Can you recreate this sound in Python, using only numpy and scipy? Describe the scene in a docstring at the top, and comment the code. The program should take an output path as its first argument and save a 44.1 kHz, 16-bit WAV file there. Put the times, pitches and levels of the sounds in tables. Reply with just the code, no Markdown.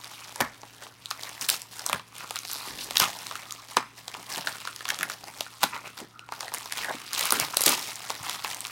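"""Opening a padded envelope

Two hands work a padded paper envelope open over a table and pull at its plastic wrap, in a small room.
The sheets rub and crackle, creases buckle with sharp snaps, the envelope flaps and bumps dully,
and a finger sticks and slips over the plastic. A faint hum lies underneath."""
import sys
import numpy as np
from scipy import signal
from scipy.fft import rfft, irfft
from scipy.io import wavfile
from scipy.ndimage import uniform_filter1d

SR = 44100
rng = np.random.default_rng(int(sys.argv[2]) if len(sys.argv) > 2 else 0)


def bounce(signal):
    """Save signal as a 16-bit WAV file at the path given by the first command-line argument."""
    frames = np.transpose(np.atleast_2d(signal))
    limited = np.clip(frames, -1, 1)
    pcm = np.round(limited * 32767).astype(np.int16)
    wavfile.write(sys.argv[1], SR, pcm)


N = 384111
TIME = np.arange(N) / SR


def from_db(db):
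    """Decibels to gain."""
    return 10 ** (np.asarray(db) / 20)


def unit_rms(x):
    """Scale to rms 1."""
    return x / np.sqrt(np.mean(x ** 2) + 1e-20)


def unit_pulse(x):
    """Scale to the energy of 1 ms at rms 1."""
    return x * np.sqrt(SR / 1000 / (np.sum(x ** 2) + 1e-20))


def in_time(rows):
    """Interpolate each column linearly over time."""
    times_s, *columns = np.transpose(rows)
    return [np.interp(TIME, times_s, column) for column in columns]


def at_hz(points, hz):
    """Read a table on a log-frequency axis."""
    knots_hz, values = np.transpose(points)
    return np.interp(np.log(np.maximum(hz, 1)), np.log(knots_hz), values)


def add(out, at_s, sound):
    """Mix a sound in at a given time."""
    i = max(int(at_s * SR), 0)
    out[i:i + len(sound)] += sound[:max(N - i, 0)]


def band(x, low_hz, high_hz):
    """Butterworth band-pass."""
    sos = signal.butter(2, [low_hz, min(high_hz, 0.45 * SR)], "band", fs=SR, output="sos")
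    return signal.sosfilt(sos, x)


def coloured(x, spectrum, size=4096):
    """Minimum-phase filter with the given spectrum; output rms 1."""
    gain = from_db(at_hz(spectrum, np.linspace(0, SR / 2, size // 2 + 1)))
    cepstrum = irfft(np.log(gain))
    response = irfft(np.exp(rfft(2 * cepstrum[:size // 2], size)))
    return unit_rms(signal.oaconvolve(x, response)[:N])


def drift(rate_hz):
    """Random piecewise-linear curve, rms 1."""
    knots = rng.standard_normal(int(N / SR * rate_hz) + 2)
    return unit_rms(np.interp(TIME * rate_hz, np.arange(len(knots)), knots))


def burst(t, white, decay_s, low_hz, high_hz):
    """Band of noise that swells quickly and dies away."""
    return unit_pulse(band(white * t * np.exp(-t / decay_s), low_hz, high_hz))


def bending_wave(t, hz, rise_s, decay_s, glide):
    """Damped flexing of the sheet; short waves travel faster, so the pitch falls."""
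    t = np.maximum(t, 0)
    pitch_hz = hz * np.exp(glide * (np.exp(-t / (2 * decay_s)) - np.exp(-1 / 2)))
    phase = 2 * np.pi * np.cumsum(pitch_hz * (t > 0)) / SR
    envelope = (1 - np.exp(-t / rise_s)) * np.exp(-t / decay_s)
    return unit_pulse(envelope * np.sin(phase))


# air spectrum: (frequency [Hz], relative density [dB])
AIR_SPECTRUM = [(25, -23), (50, 2), (90, 3), (150, 6), (300, 1.5), (600, -5), (1100, 0.5), (2500, -8),
                (8000, -58), (16000, -36)]
# hum: (frequency [Hz], rms level [dB])
HUM_TONES = [(115.5, -63.5), (274.5, -72.5)]


def background(air_db=-62, waver_hz=0.84):
    """Room air and a slightly wavering hum."""
    waver = np.cumsum(waver_hz * drift(9)) / SR
    hum = sum(from_db(db) * np.sqrt(2) * np.sin(2 * np.pi * (hz * TIME + waver)) for hz, db in HUM_TONES)
    return hum + from_db(air_db) * coloured(rng.standard_normal(N), AIR_SPECTRUM)


# light finger rubbing: (time [s], plastic level [dB])
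GRIP_LEVELS = [(0, -49), (0.3, -48), (0.5, -56.5), (0.8, -54), (0.96, -59.5), (1.25, -48), (1.67, -55.5),
               (2.03, -65), (2.11, -57.5), (2.16, -49.5), (3.25, -44.5), (3.93, -61.5), (4.15, -51.5),
               (4.65, -48.5), (5.2, -53.5), (5.8, -53.5), (6.22, -65.5), (6.62, -46.5), (7.95, -45.5)]
# pulls and shifts of the hands: (time [s], hold [s], plastic level [dB], paper re plastic [dB])
HAND_PULLS = [(0.411, 0.01, -45, 12), (0.828, 0.0062, -45.5, 0.5), (1.2, 0.088, -49, -2.5),
              (1.421, 0.02, -37, -6), (1.51, 0.028, -35, -6.5), (1.722, 0.19, -47, -4),
              (1.9, 0.074, -50, 7.5), (2.194, 0.031, -50.5, 6), (2.35, 0.043, -47.5, -3),
              (2.5, 0.18, -49, 2), (2.8, 0.023, -42.5, -6), (2.95, 0.027, -40, -5),
              (3.016, 0.011, -25.5, 2.5), (3.16, 0.26, -56, 3), (3.69, 0.053, -49.5, -2.5),
              (3.981, 0.0068, -47, -5), (4.08, 0.13, -62.5, 10), (4.299, 0.094, -39, -2.5),
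              (4.451, 0.096, -44, -1), (4.87, 0.17, -48.5, -0.5), (5.1, 0.013, -41.5, -2),
              (5.275, 0.015, -48, 2.5), (5.359, 0.075, -48, -2.5), (5.624, 0.0088, -37, -2),
              (5.74, 0.0033, -47, 11), (5.859, 0.0079, -45.5, 6.5), (5.975, 0.025, -46, 0.5),
              (6.335, 0.056, -50, -1.5), (6.42, 0.049, -47, -1), (6.546, 0.0092, -40.5, 0),
              (6.768, 0.035, -36.5, -2.5), (6.8, 0.14, -49, 7.5), (7.14, 0.02, -34.5, -4.5),
              (7.18, 0.1, -32, -4), (7.335, 0.029, -31.5, -1), (7.412, 0.006, -28.5, -0.5),
              (7.58, 0.052, -37.5, -5), (7.662, 0.062, -26.5, -4.5), (7.77, 0.13, -39, -4.5),
              (8.099, 0.0057, -42, -4), (8.25, 0.089, -39.5, -3), (8.445, 0.011, -39, -0.5),
              (8.5, 0.019, -40, -2)]
NOMINAL_DB = -47


def handling(attack_db_per_s=798, hold_db_per_s=1, release_db_per_s=276,
             strain_db_per_s=2500, settle_db_per_s=268):
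    """Paper and plastic levels in dB: grip, pulls and the rustle around each snap add in power."""
    grip_db, = in_time(GRIP_LEVELS)
    paper_power, plastic_power = from_db(grip_db - 3) ** 2, from_db(grip_db) ** 2
    t = np.arange(-SR // 10, SR // 2) / SR
    before_s = np.minimum(t, 0)
    for at_s, hold_s, db, paper_offset_db in HAND_PULLS:
        pull_db = db + attack_db_per_s * before_s + hold_db_per_s * np.clip(t, 0, hold_s)
        pull_db -= release_db_per_s * np.maximum(t - hold_s, 0)
        add(plastic_power, at_s + t[0], from_db(pull_db) ** 2)
        add(paper_power, at_s + t[0], from_db(pull_db + paper_offset_db) ** 2)
    around_db = strain_db_per_s * before_s - settle_db_per_s * np.maximum(t, 0)
    for at_s, _, panel_db, _, crack_db, _ in CREASE_SNAPS:
        add(paper_power, at_s + t[0], from_db(panel_db - 25 + around_db) ** 2)
        add(plastic_power, at_s + t[0], from_db(crack_db - 29.5 + around_db) ** 2)
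    return 10 * np.log10([paper_power, plastic_power])


def crackle(per_s, spread_db, grain_s=0.00024):
    """Amplitude envelope of countless tiny, uneven creases, levelled over 36 ms."""
    onsets = rng.random(N) < per_s * from_db(3 * drift(40)) / SR
    power = onsets * from_db(spread_db * np.minimum(rng.exponential(1, N), 3.3)) ** 2
    pole = np.exp(-1 / (grain_s * SR))
    power = signal.lfilter([1], [1, -2 * pole, pole ** 2], power + 1e-9)
    local_power = uniform_filter1d(power, size=1600) + 0.047 * np.mean(power)
    return np.sqrt(power / local_power)


def shifting(x, low_hz, high_hz, depth_db, rate_hz, bands=9):
    """The handled sheet changes shape, so its resonances wander: each band swells on its own."""
    out = 0
    for hz in np.geomspace(low_hz, high_hz, bands):
        low = signal.sosfiltfilt(signal.butter(4, hz, fs=SR, output="sos"), x)
        out = out + low * from_db(depth_db * drift(rate_hz))
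        x = x - low
    return unit_rms(out + x)


def bent(x, octaves=0.17, rate_hz=9):
    """Bending stiffens and slackens the paper, so its resonances slide together."""
    speed = 2 ** (octaves * drift(rate_hz))
    return np.interp(np.cumsum(speed) % N, np.arange(N), x)


# material spectra: (frequency [Hz], relative density [dB])
PADDING_SPECTRUM = [(25, -36), (50, -19), (110, -4.5), (170, -2), (300, 0), (450, -1.5), (650, -13),
                    (1200, -42.5)]
PAPER_SPECTRUM = [(250, -26.5), (500, -7.5), (750, 0), (980, 3.5), (1250, 2.5), (1500, -5), (1900, -0.5),
                  (2400, -2), (4000, -48)]
PLASTIC_SPECTRUM = [(1200, -21), (2100, -3), (2700, 2.5), (4200, 2), (5500, 1.5), (7000, -2.5),
                    (9000, -3.5), (12000, -7), (16000, -9.5)]
# sizzle of taut film: (time [s], level re plastic rustle [dB])
FILM_SIZZLE = [(0.5, -31), (1.5, -5), (2.3, -19), (2.6, -9), (3.05, -15), (4.3, -15), (5.0, -26),
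               (6.8, -35), (7.33, -11), (7.7, -8), (8.0, -20)]


def rustle(friction=0.57, padding_follow=0.77, padding_max_db=-49):
    """Crackle over smooth friction, heard through padding, paper and plastic; taut film adds sizzle."""
    paper_db, plastic_db = handling()
    padding_db = np.minimum(-61.5 + padding_follow * (paper_db - NOMINAL_DB), padding_max_db)
    sizzle_db, = in_time(FILM_SIZZLE)
    texture = np.hypot(crackle(per_s=1000, spread_db=5.5), friction)
    noise = rng.standard_normal((4, N)) * texture
    sheet = shifting(noise[1], 610, 3500, depth_db=4.5, rate_hz=35)
    film = shifting(noise[2], 2280, 11000, depth_db=3.5, rate_hz=80)
    sizzle = from_db(sizzle_db) * unit_rms(band(noise[3], 6300, 15000))
    padding = from_db(padding_db) * coloured(noise[0], PADDING_SPECTRUM)
    paper = from_db(paper_db) * bent(coloured(sheet, PAPER_SPECTRUM))
    plastic = from_db(plastic_db) * (coloured(film, PLASTIC_SPECTRUM) + sizzle)
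    return padding + paper + plastic + small_creases(paper_db, plastic_db)


def small_creases(paper_db, plastic_db, per_s=28, boost_db=7, spread_db=1.4, tries=500, pitches=40):
    """Tiny folds give at random, louder and more often with firmer handling."""
    out, t = np.zeros(N), np.arange(500) / SR
    paper_folds = [crinkle(t, hz) for hz in np.geomspace(700, 1900, pitches)]
    plastic_folds = [crinkle(t, hz) for hz in np.geomspace(2400, 9000, pitches)]
    for when, strength, paper_pick, plastic_pick, chance in rng.random((tries, 5)):
        i = int(when * N)
        firmness_db = min(plastic_db[i] - NOMINAL_DB, 4)
        if chance * tries < per_s * N / SR * from_db(0.36 * firmness_db):
            paper = from_db(min(paper_db[i], -44)) * paper_folds[int(paper_pick * pitches)]
            plastic = from_db(min(plastic_db[i], -42)) * plastic_folds[int(plastic_pick * pitches)]
            accent_db = boost_db + spread_db * min(-np.log(1 - strength), 2)
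            add(out, i / SR, from_db(accent_db) * (paper + plastic))
    return out


def crinkle(t, hz, cycles=1.63, band_ratio=1.295):
    """One small fold gives: a broad click and a rough ring of a few cycles."""
    white = rng.standard_normal((2, len(t)))
    decay_s = cycles / hz
    ring = bending_wave(t, hz, rise_s=0.0003, decay_s=decay_s, glide=0.27)
    ring += 0.89 * burst(t, white[0], decay_s, hz / band_ratio, hz * band_ratio)
    click = burst(t, white[1], 0.00025, hz / 4, min(hz * 3, 14000))
    return unit_pulse(unit_pulse(ring) + 0.68 * click)


# small folds: (time [s], pitch [Hz], level over 1 ms [dB])
SMALL_FOLDS = [(0.044, 3780, -31), (0.633, 870, -31.5), (0.8673, 990, -34), (1.058, 3820, -25.5),
               (1.1063, 5040, -26), (1.2927, 6520, -32.5), (1.412, 6640, -23), (1.4161, 4300, -29),
               (1.542, 4300, -25.5), (1.6184, 5950, -28.5), (1.8902, 3980, -26), (1.996, 1200, -29),
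               (2.1817, 9500, -33), (2.389, 5500, -25), (2.5147, 7000, -25), (2.5323, 13000, -22.5),
               (2.8445, 7900, -30), (2.9811, 12900, -19), (3.1887, 5250, -31.5), (3.2677, 4410, -26.5),
               (3.5082, 4040, -27.5), (3.5231, 7300, -25), (3.7755, 2480, -22), (4.1414, 2530, -28),
               (4.3383, 4560, -28), (4.3597, 3790, -26), (4.6027, 3510, -34), (4.762, 5650, -29),
               (4.8074, 1470, -28), (5.1183, 4130, -30), (5.136, 3790, -36), (5.236, 780, -33),
               (5.2406, 4800, -33.5), (5.465, 1300, -31.5), (6.1935, 2900, -32.5), (6.2893, 990, -31),
               (6.481, 1810, -28), (6.519, 955, -29), (6.5465, 9300, -22), (6.584, 8610, -29.5),
               (7.132, 5400, -20), (7.194, 4700, -17.5), (7.2274, 3510, -23), (7.5445, 6330, -28),
               (7.618, 9500, -14), (7.6224, 9000, -20), (7.694, 10300, -13), (7.8275, 4520, -28),
               (7.957, 6660, -28), (8.0983, 2760, -27), (8.152, 4480, -31), (8.3487, 2900, -30),
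               (8.502, 2970, -30), (8.5319, 2650, -28), (8.5459, 6590, -26.5), (8.6063, 9000, -24),
               (8.6511, 2630, -23.5), (8.6692, 6240, -28)]


def crinkles():
    """Single folds give and stand out from the rustle."""
    out, t = np.zeros(N), np.arange(500) / SR
    for at_s, hz, db in SMALL_FOLDS:
        add(out, at_s, from_db(db) * crinkle(t, hz))
    return out


# buckling creases, levels over 1 ms:
# (time [s], panel pitch [Hz], panel level [dB], crack pitch [Hz], crack level [dB], tick level [dB])
CREASE_SNAPS = [(0.3594, 980, -33.5, 4900, -35, -29.5), (0.405, 890, -13.5, 3060, -20.5, -25),
                (0.4102, 940, -19, 4000, -23, -20), (1.111, 1290, -21.5, 4500, -21.5, -42),
                (1.234, 860, -36, 4300, -25.5, -42), (1.488, 1470, -49, 4000, -23, -16),
                (1.492, 1720, -27, 2730, -13, -18), (1.5002, 1260, -39, 4900, -13.5, -15),
                (1.794, 1510, -33, 5100, -28.5, -36), (1.8637, 1060, -27, 5840, -23, -19),
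                (1.8968, 1030, -19, 3640, -30, -27), (1.93, 1110, -15, 2800, -16, -22),
                (2.308, 830, -25.5, 3300, -26.5, -27), (2.3585, 1280, -28.5, 4300, -29, -26),
                (2.3665, 1290, -29.5, 2600, -25.5, -46), (2.451, 790, -37.5, 4070, -27.5, -51),
                (2.9087, 800, -27.5, 3470, -25, -29.5), (2.9573, 1040, -28.5, 3240, -22, -38),
                (2.9701, 1520, -47, 3760, -7.5, -24), (2.9986, 1230, -30, 4400, -22, -16),
                (3.0003, 1020, -16.5, 4500, -9.5, -15), (3.3117, 1170, -25.5, 3730, -32, -42),
                (3.355, 1410, -25, 3520, -32, -33.5), (3.769, 1084, -6.5, 4100, -14, -28),
                (4.0806, 800, -32.5, 3900, -27.5, -30.5), (4.149, 1050, -27, 3060, -36, -49),
                (4.38, 930, -30, 3080, -29, -29), (4.472, 1610, -16.5, 3900, -21.5, -46),
                (4.652, 1120, -30, 4050, -29, -50), (4.674, 1390, -22, 3770, -28.5, -35),
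                (4.8542, 1130, -28.5, 3000, -24, -43), (4.8814, 1350, -31, 3420, -28, -41),
                (4.889, 1680, -23, 5300, -24, -26), (4.903, 1750, -16, 3320, -17, -27),
                (4.9442, 1300, -31, 4950, -29, -34), (4.9888, 1340, -33, 3370, -29, -28.5),
                (5.0094, 1390, -23.5, 3470, -25, -30), (5.0306, 1680, -16, 2530, -24, -21.5),
                (5.099, 1390, -23.5, 5230, -28.5, -31), (5.4078, 716, -25, 3650, -20, -25.5),
                (5.632, 990, -12.5, 3180, -14.5, -16), (5.638, 900, -12, 3900, -14.5, -18),
                (5.764, 1070, -28, 2300, -31, -52), (6.3223, 960, -22, 5030, -32, -50),
                (6.407, 1250, -28.5, 5100, -24, -55), (6.4295, 1080, -30, 2930, -33, -45),
                (6.539, 1050, -26.5, 5430, -26, -25), (6.6581, 900, -32.5, 5120, -32.5, -37),
                (6.723, 1790, -24, 5100, -21.5, -26), (6.846, 1860, -24.5, 3970, -29, -29.5),
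                (7.21, 1140, -36, 2840, -23, -19), (7.255, 1130, -23.5, 3960, -25, -19.5),
                (7.3065, 1190, -23, 4940, -17, -18), (7.323, 1180, -13.5, 4300, -18, -9.5),
                (7.399, 770, -24.5, 5350, -17, -16), (7.5392, 1040, -23, 2900, -34, -42),
                (7.5702, 670, -21, 4130, -11.5, -13), (7.6083, 578, -26.5, 4500, -25, -17),
                (7.6375, 680, -27, 4940, -19, -15), (7.661, 1560, -32, 4340, -17, -13),
                (7.664, 820, -25, 4600, -14.5, -9), (7.6783, 1150, -25, 3530, -14, -20),
                (7.6818, 1250, -20.5, 3970, -19, -20), (8.103, 970, -19.5, 4870, -23, -39),
                (8.296, 1220, -27, 3400, -22.5, -25), (8.4464, 990, -20, 2900, -25.5, -30)]


def snaps(panel_lag_s=0.0003, strain_gain=0.25):
    """A crease strains, gives with a bright tick and a crack, then the panel around it rings lower."""
    out, t = np.zeros(N), np.arange(1000) / SR
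    for at_s, panel_hz, panel_db, crack_hz, crack_db, tick_db in CREASE_SNAPS:
        white = rng.standard_normal((4, len(t)))
        panel = bending_wave(t - panel_lag_s, panel_hz, rise_s=0.00054, decay_s=0.0011, glide=0.29)
        panel = unit_pulse(panel + 0.46 * burst(t, white[0], 0.0023, panel_hz / 2, panel_hz * 1.93))
        crack = bending_wave(t, crack_hz, rise_s=0.00036, decay_s=0.0005, glide=0.9)
        crack = unit_pulse(crack + 0.76 * burst(t, white[1], 0.00076, crack_hz / 2, crack_hz * 2))
        brightness = 2 ** (min(tick_db + 25, 18) / 40)
        tick = burst(t, white[2], 0.00022, 5200 * brightness, min(12500 * brightness, 15000))
        add(out, at_s, from_db(panel_db) * panel + from_db(crack_db) * crack + from_db(tick_db) * tick)
        strain = burst(t, white[3], 0.00098, 370, 17000)[::-1]   # fibres give faster and faster
        add(out, at_s + panel_lag_s - t[-1], strain_gain * from_db(max(crack_db, tick_db)) * strain)
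    return out


# flaps: (time [s], centre [Hz], level [dB], decay [s])
ENVELOPE_FLAPS = [(0.407, 780, -23, 0.0099), (1.931, 1010, -41, 0.012), (3.771, 1290, -40, 0.014)]


def flaps(band_ratio=1.94, shiver_db=-19, shiver_s=0.07):
    """The whole envelope flaps: many panels sound at once, then shiver on faintly."""
    out, t = np.zeros(N), np.arange(SR // 3) / SR
    for at_s, hz, db, decay_s in ENVELOPE_FLAPS:
        panels = unit_rms(band(rng.standard_normal(len(t)), hz / band_ratio, hz * band_ratio))
        fade = np.exp(-t / decay_s) + from_db(shiver_db) * np.exp(-t / shiver_s)
        add(out, at_s, from_db(db) * panels * fade)
    return out


# bumps against hand and table: (time [s], centre [Hz], level [dB], decay [s])
ENVELOPE_BUMPS = [(0.411, 183, -29.5, 0.0071), (0.41, 55, -57, 0.045), (1.935, 141, -40, 0.015),
                  (2.7, 55, -63, 0.27), (2.67, 288, -54.5, 0.28), (2.792, 270, -58, 0.077),
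                  (3.013, 190, -36, 0.013), (3.769, 340, -31, 0.0094), (4.176, 230, -52, 0.024),
                  (4.369, 242, -41.5, 0.014), (4.99, 239, -51.5, 0.084), (5.641, 234, -32, 0.0039),
                  (6.013, 296, -42.5, 0.021), (6.947, 302, -35, 0.0032), (7.325, 324, -37, 0.055),
                  (7.41, 149, -40, 0.012), (7.666, 345, -31.5, 0.04), (8.205, 139, -45.5, 0.012)]


def bumps():
    """The air-filled padding gives a short, low puff."""
    out, t = np.zeros(N), np.arange(SR // 3) / SR
    for at_s, hz, db, decay_s in ENVELOPE_BUMPS:
        puff = band(rng.standard_normal(len(t)) * np.exp(-t / decay_s), hz / 1.58, hz * 1.57)
        puff *= np.sqrt(decay_s * SR / np.sum(puff ** 2))
        add(out, at_s, from_db(db) * puff)
    return out


# finger on plastic: (time [s], slip rate [1/s], slip level [dB])
FINGER_SLIPS = [(2.455, 145, -56), (2.475, 172, -32), (2.53, 128, -33.5), (2.57, 140, -30.5),
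                (2.62, 160, -54), (2.66, 300, -43), (2.69, 670, -41), (2.73, 590, -55), (2.78, 430, -46),
                (2.80, 530, -43), (2.84, 730, -37), (2.865, 690, -66)]


def judder(resonance_hz=(3850, 5500), tick_hz=(8100, 12300), jitter=0.018):
    """A finger sticks and slips, flicking one resonance of the taut film; it speeds up into a creak."""
    per_s, slip_db = in_time(FINGER_SLIPS)
    slip_count = np.floor(np.cumsum(per_s * (1 + jitter * drift(200))) / SR)
    sliding = (TIME > FINGER_SLIPS[0][0]) & (TIME < FINGER_SLIPS[-1][0])
    slips = np.diff(slip_count, prepend=0) * sliding * from_db(slip_db + drift(120))
    impulse = signal.unit_impulse(300)
    flick = unit_pulse(band(impulse, *resonance_hz)) + 0.64 * unit_pulse(band(impulse, *tick_hz))
    return signal.oaconvolve(slips, unit_pulse(flick))[:N]


# swishing or hollow strokes: (time [s], length [s], start [Hz], end [Hz], width [Hz], level [dB])
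SHEET_STROKES = [(2.573, 0.17, 4250, 4440, 600, -46), (2.784, 0.05, 3620, 4280, 2040, -36),
                 (3.397, 0.33, 1260, 1093, 163.6, -53.5), (5.707, 0.07, 909, 1060, 109.6, -39),
                 (6.077, 0.22, 1300, 1390, 129.3, -54), (6.82, 0.063, 2086, 1850, 728, -38),
                 (6.878, 0.038, 1665, 1567, 255, -32), (6.881, 0.041, 800, 715, 374, -31)]


def strokes(catch_db=5.5):
    """Friction catches and lets go, driving one gliding resonance of the bent sheet."""
    out, grip = np.zeros(N), from_db(catch_db * drift(200))
    for at_s, length_s, start_hz, end_hz, width_hz, db in SHEET_STROKES:
        n = int(length_s * SR)
        phase = 2 * np.pi * np.cumsum(np.linspace(start_hz, end_hz, n)) / SR
        resonance = drift(2 * width_hz)[:n] * np.cos(phase) + drift(2 * width_hz)[:n] * np.sin(phase)
        swish = unit_rms(resonance * grip[int(at_s * SR):][:n])
        add(out, at_s, from_db(db) * swish * np.sin(np.linspace(0, np.pi, n)))
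    return out


# decay curve knots, read only at band centres: (frequency [Hz], T60 [s])
ROOM_DECAY = [(150, 1.5), (500, -0.1), (1300, 0.4), (3000, 1), (15000, 0.16)]
# reflection spectrum: (frequency [Hz], relative density [dB])
ROOM_SPECTRUM = [(80, 2), (400, -6.5), (1100, 0.5), (3000, -6.5), (8000, -4.5), (16000, -3)]


def room(x, predelay_s=0.0062, uneven_db=7, early_gain=3.2, early_s=0.043):
    """Uneven early reflections smooth into a short tail that dies band by band."""
    t = np.arange(SR // 2) / SR
    echoes = rng.standard_normal((2, len(t))) * (t > predelay_s)
    echoes *= from_db(uneven_db * drift(1513)[:len(t)] * np.exp(-t / 0.054))
    edges_hz = np.geomspace(80, 18000, 12)
    tail = 0
    for k, (low_hz, high_hz) in enumerate(zip(edges_hz, edges_hz[1:])):
        hz = np.sqrt(low_hz * high_hz)
        level_db = at_hz(ROOM_SPECTRUM, hz) - 60 * t / at_hz(ROOM_DECAY, hz)
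        tail = tail + band(echoes[k % 2], low_hz, high_hz) * from_db(level_db)
    tail *= 1 + early_gain * np.exp(-t / early_s)
    return signal.oaconvolve(x, tail / np.sqrt(np.sum(tail ** 2)))[:N]


def scene(hits_send_db=-13, rubbing_send_db=-14):
    """The envelope close by, the room around it; mono."""
    hits = snaps() + crinkles() + judder() + bumps() + flaps()
    rubbing = rustle() + strokes()
    reverb = room(from_db(hits_send_db) * hits + from_db(rubbing_send_db) * rubbing)
    return (hits + rubbing + reverb + background())[None]


def record(dry):
    """Soft clip, then a steep 16 kHz low-pass."""
    rounded = 1.35 * np.tanh(dry / 1.237)
    return signal.sosfiltfilt(signal.ellip(10, 0.05, 60, 16000, fs=SR, output="sos"), rounded)


dry = scene()
out = record(dry)
bounce(out)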